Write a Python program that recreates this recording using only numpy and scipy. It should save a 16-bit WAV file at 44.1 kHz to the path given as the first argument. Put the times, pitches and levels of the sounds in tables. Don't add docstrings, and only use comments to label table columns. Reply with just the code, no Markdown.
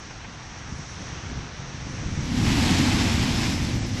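import sys
import numpy as np
from scipy import signal
from scipy.fft import rfft, irfft
from scipy.io import wavfile
from scipy.ndimage import uniform_filter1d

SR = 44100
rng = np.random.default_rng(int(sys.argv[2]) if len(sys.argv) > 2 else 0)


def dump(signal):
    limited = np.clip(np.atleast_2d(signal).T, -1, 1)
    pcm = np.round(limited * 32767).astype(np.int16)
    wavfile.write(sys.argv[1], SR, pcm)


def level_to_linear(level):
    exponent = np.asarray(level, float) / 20
    return 10 ** exponent


N = 176400

# time_s, wash_db, fizz_db
SHORE_LEVELS = [(0, -44.5, -49), (.3, -43.5, -50.5), (.65, -43, -48.5), (.9, -43.5, -45), (1.1, -41, -46),
                (1.3, -41, -46.5), (1.5, -42.5, -49.5), (1.95, -41, -45), (2.2, -40, -45),
                (3.0, -40, -48.5), (3.6, -42.5, -48), (4, -46.5, -45)]
# time_s, peak_db, length_s
NEAR_SPLASHES = [
    (0.111, -46, .02),
    (.249, -38, 0.013),
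]
# time_s, roar_db
CAVE_PRESSURE = [(0, -42.5), (.58, -41.5), (.75, -36.5), (.86, -43), (1.0, -37), (1.2, -38.5),
                 (1.38, -32.5), (1.5, -41), (1.85, -34.5), (2.05, -32), (2.19, -27.5), (2.27, -28.5),
                 (2.38, -22.5), (2.7, -20.5), (3.2, -23), (3.55, -26), (3.8, -27), (4.0, -29)]
# time_s, peak_db, width_ms
ROOF_SLAPS = [(0.726, -19.5, 1.7), (.795, -26.5, 1.5), (1.13, -28, 1.8), (1.318, -29, 0.76),
              (1.599, -28, 2.0), (1.999, -25.5, 1.8), (2.064, -24, 4.3), (2.13, -31, 2.5),
              (2.196, -18.5, 2.5), (2.376, -16, 1.15), (3.547, -19, 1.06)]
# time_s, hiss_db
BLOWHOLE_FLOW = [(0, -69), (1.9, -69), (2.2, -45), (2.36, -34.5), (2.52, -28.5), (2.65, -27.5),
                 (2.8, -27.5), (3.0, -28.5), (3.15, -29), (3.3, -31.5), (3.45, -29.5), (3.6, -34),
                 (3.7, -36), (3.83, -38.5), (3.92, -40), (4, -36.5)]
# time_s, level_db
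RUSH_FLOW = [
    (2.3, -65),
    (2.45, -44),
    (2.6, -36),
    (2.75, -36.5),
    (2.88, -38),
    (3.0, -42),
    (3.3, -45),
    (4, -68),
]
# time_s, hiss_db
NARROW_FLOW = [
    (2.8, -70),
    (2.95, -49),
    (3.1, -45),
    (3.25, -45),
    (3.45, -40),
    (3.58, -42),
    (3.7, -51),
    (4, -50),
]

# frequency_hz, density_db
WASH_COLOUR = [(190, -17), (330, -5.5), (583, -7), (918, -5), (1260, -6), (1720, -5.5), (4410, -14),
               (5000, -16.5), (6500, -48), (11000, -120)]
SPLASH_COLOUR = [(300, -3), (700, 1), (1400, -4), (2500, -3), (3100, -18)]
FIZZ_COLOUR = [(4600, -9.5), (5100, -4), (5700, 4), (6400, -0.5), (7200, -12.5), (8500, -16), (10500, -23),
               (15000, -73)]
# frequency_hz, density_db
ROAR_LOW_COLOUR = [(12, -42), (20, -11), (48, -5), (133, -2), (219, -11), (249, -9), (330, -17), (420, -26),
                   (550, -24), (920, -120)]
ROAR_HIGH_COLOUR = [(12, -52), (20, -8), (97, 1.5), (157, -2.5), (243, 0.5), (309, -5), (394, -19),
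                    (420, -20.5), (550, -31), (920, -120)]
# frequency_hz, density_db
JET_COLOUR = [(300, 0.5), (560, -6.5), (800, -1.5), (1350, -7.5), (2100, -3), (4000, -5.5), (5200, -6.5),
              (7500, -14)]
JET_TOP_COLOUR = [(7000, -12), (8300, -11.5), (10500, -18), (12000, -17), (14000, -46), (16000, -55)]
RUSH_COLOUR = [(550, -6), (780, 3), (1000, -3.5), (1400, -5.5), (2400, -0.5), (3400, -6), (4200, -11)]
# frequency_hz, density_db
NARROW_COLOUR = [(4300, -21), (4800, -10.5), (5200, 1), (5600, -5.5), (6200, -23)]
# frequency_hz, threshold_db
MUTE_UNDER = [(7000, -112), (7800, -99), (8600, -94), (9200, -83.5), (10000, -85), (11500, -88.5),
              (13000, -86), (14000, -84.5), (15000, -86)]

SKIRT_DB = -23
DROPS_PER_S, DROP_SHARE = 3000, 0.34
STEADY_S, STEADINESS = 0.077, 0.54
BRIGHTENS_FROM_DB, BRIGHTENS_OVER_DB = -47.5, 19
JET_TOP_DB = -16
SHAFT_HZ, SHAFT_WIDTH_HZ, SHAFT_DB = 103, 17, -30.5
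SHAFT_S, SHAFT_LENGTH_S = 3.77, 0.24
NOTCH_HZ, NOTCH_WIDTH_HZ, NOTCH_DB = 9000, 400, -12
FRAME, BAND_LINES, GRID = 1024, 32, 741
MUTE_FOLLOWS, MUTE_CHANCE_DB = 0.33, 3.5
COARSE_FROM_HZ, COARSE_TO_HZ, WEAK_LINE_DB = 6300, 8600, (-14, -2.5)
TREBLE_LOST_S = (3.80, 3.85)


def in_time(rows):
    time_s, *columns = np.transpose(rows)
    return [np.interp(np.arange(N) / SR, time_s, column) for column in columns]


def rms_one(x):
    return x / np.sqrt(np.mean(x ** 2) + 1e-20)


def noise():
    return rng.standard_normal(N)


def drift(rate_hz):
    r = np.exp(-80 * np.pi * rate_hz / SR)
    chance = rng.standard_normal(N // 40 + 2002)
    slow = signal.lfilter([1], [1, -2 * r, r * r], chance)[2000:]
    return rms_one(slow - slow.mean())


def coloured(x, points, shared_db, patchy_db, rate_hz):
    hz = np.maximum(np.fft.rfftfreq(N, 1 / SR), 1)
    p = np.array(points, float)
    below = [p[0, 0] / 2, p[0, 1] + SKIRT_DB]
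    above = [p[-1, 0] * 2, p[-1, 1] + SKIRT_DB]
    p = np.vstack([below, p, above])
    density_db = np.interp(np.log(hz), np.log(p[:, 0]), p[:, 1], left=-150, right=-150)
    spectrum = rfft(x) * level_to_linear(density_db)

    together = drift(rate_hz)
    half_octave = 2 * np.log2(hz)
    at = np.arange(N) / 40
    out = 0
    for k in range(int(2 * np.log2(p[0, 0])), int(2 * np.log2(p[-1, 0])) + 2):
        low, high = np.searchsorted(half_octave, [k - 1, k + 1])
        window = np.cos(np.pi / 2 * (half_octave[low:high] - k)) ** 2
        band = np.zeros_like(spectrum)
        band[low:high] = spectrum[low:high] * window
        gain = level_to_linear(shared_db * together + patchy_db * drift(rate_hz))
        out = out + irfft(band, N) * np.interp(at, np.arange(len(gain)), gain)
    return rms_one(out)


def spray():
    sizes = level_to_linear(3.54 * np.minimum(rng.exponential(1, N), 4))
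    impacts = sizes * rng.choice([-1, 1], N)
    drops = rms_one(impacts * (rng.random(N) < DROPS_PER_S / SR))
    return np.sqrt(DROP_SHARE) * drops + np.sqrt(1 - DROP_SHARE) * noise()


def steady(x):
    power = uniform_filter1d(x ** 2, size=int(STEADY_S * SR))
    power = uniform_filter1d(power, size=int(STEADY_S * SR / 2))
    return rms_one(x / (power + 1e-9) ** (STEADINESS / 2))


def near_splashes():
    t = np.arange(N) / SR
    puffs = 0
    for start_s, peak_db, length_s in NEAR_SPLASHES:
        puffs = puffs + level_to_linear(peak_db) * np.exp(-2 * ((t - start_s) / length_s) ** 2)
    return puffs * coloured(spray(), SPLASH_COLOUR, 0, 0, 5)


def shore():
    wash_db, fizz_db = in_time(SHORE_LEVELS)
    wash = level_to_linear(wash_db) * coloured(spray(), WASH_COLOUR, 0.29, 0.67, 3.3)
    fizz = level_to_linear(fizz_db) * coloured(noise(), FIZZ_COLOUR, 0.23, 0.54, 3.2)
    return wash + near_splashes() + fizz


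def roof_slaps():
    out = np.zeros(N)
    near = np.arange(-800, 800)
    for start_s, peak_db, width_ms in ROOF_SLAPS:
        u = near / SR / (width_ms / 1000)
        out[int(start_s * SR) + near] += level_to_linear(peak_db) * (u ** 2 - 1) * np.exp(-u ** 2 / 2)
    return out


def cave():
    roar_db, = in_time(CAVE_PRESSURE)
    flow_db, = in_time(BLOWHOLE_FLOW)
    high = np.clip((flow_db - BRIGHTENS_FROM_DB) / BRIGHTENS_OVER_DB, 0, 1)
    low_roar = steady(coloured(noise(), ROAR_LOW_COLOUR, 0.97, 0.82, 18.0))
    high_roar = steady(coloured(noise(), ROAR_HIGH_COLOUR, 0.54, 0.4, 15.0))
    roar = np.sqrt(1 - high) * low_roar + np.sqrt(high) * high_roar
    return level_to_linear(roar_db) * roar + roof_slaps()


def blowhole_jet():
    flow_db, = in_time(BLOWHOLE_FLOW)
    body = coloured(spray(), JET_COLOUR, 0.68, 0.57, 12.5)
    top = coloured(noise(), JET_TOP_COLOUR, 1.0, 0.6, 12.0)
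    return level_to_linear(flow_db) * (body + level_to_linear(JET_TOP_DB) * top)


def first_rush():
    level_db, = in_time(RUSH_FLOW)
    return level_to_linear(level_db) * coloured(spray(), RUSH_COLOUR, 0.91, 0.52, 9.0)


def narrow_hole():
    hiss_db, = in_time(NARROW_FLOW)
    return level_to_linear(hiss_db) * coloured(noise(), NARROW_COLOUR, 1.2, 0.4, 8.2)


def shaft():
    r = np.exp(-np.pi * SHAFT_WIDTH_HZ / SR)
    w = 2 * np.pi * SHAFT_HZ / SR
    boom = signal.lfilter([1, 0, -1], [1, -2 * r * np.cos(w), r * r], noise())
    swell = np.exp(-((np.arange(N) / SR - SHAFT_S) / SHAFT_LENGTH_S) ** 2)
    return level_to_linear(SHAFT_DB) * steady(boom) * swell


def scene():
    return (shore() + cave() + blowhole_jet() + first_rush() + narrow_hole() + shaft())[None]


def housing_notch(x):
    hz = np.fft.rfftfreq(N, 1 / SR)
    notch = level_to_linear(NOTCH_DB * np.exp(-((hz - NOTCH_HZ) / NOTCH_WIDTH_HZ) ** 2))
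    return irfft(rfft(x) * notch, N)


def starve_treble(x):
    lead = FRAME - GRID
    hz, s, z = signal.stft(np.pad(x, (lead, 0)), SR, "cosine", 2 * FRAME, FRAME)
    s = s - lead / SR
    power = np.abs(z) ** 2
    line_db = 10 * np.log10(power + 1e-20)
    loud_db = 10 * np.log10(np.sum(power, axis=0) + 1e-12) + 30
    band = np.arange(len(hz)) // BAND_LINES
    band_power = np.add.reduceat(power, np.arange(0, len(hz), BAND_LINES)) / BAND_LINES
    band_db = 10 * np.log10(band_power + 1e-20)

    p = np.array(MUTE_UNDER)
    limit = np.interp(hz, p[:, 0], p[:, 1], left=-200)[:, None] + MUTE_FOLLOWS * loud_db
    chance = MUTE_CHANCE_DB * rng.standard_normal(band_db.shape)[band]
    weak = np.interp(hz, [COARSE_FROM_HZ, COARSE_TO_HZ], WEAK_LINE_DB, left=-99)[:, None]
    strong_band = band_db[band] > limit[band * BAND_LINES] + chance
    strong_line = line_db > band_db[band] + weak + chance
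    lost = (hz[:, None] > NOTCH_HZ) & (s > TREBLE_LOST_S[0]) & (s < TREBLE_LOST_S[1])
    keep = strong_band & strong_line & ~lost
    return signal.istft(z * keep, SR, "cosine", 2 * FRAME, FRAME)[1][lead:][:N]


def low_pass(x):
    return signal.sosfilt(signal.butter(12, 15050, fs=SR, output="sos"), x)


def record(dry):
    mix = starve_treble(housing_notch(dry[0]))[None]
    return low_pass(mix)


dry = scene()
out = record(dry)
dump(out)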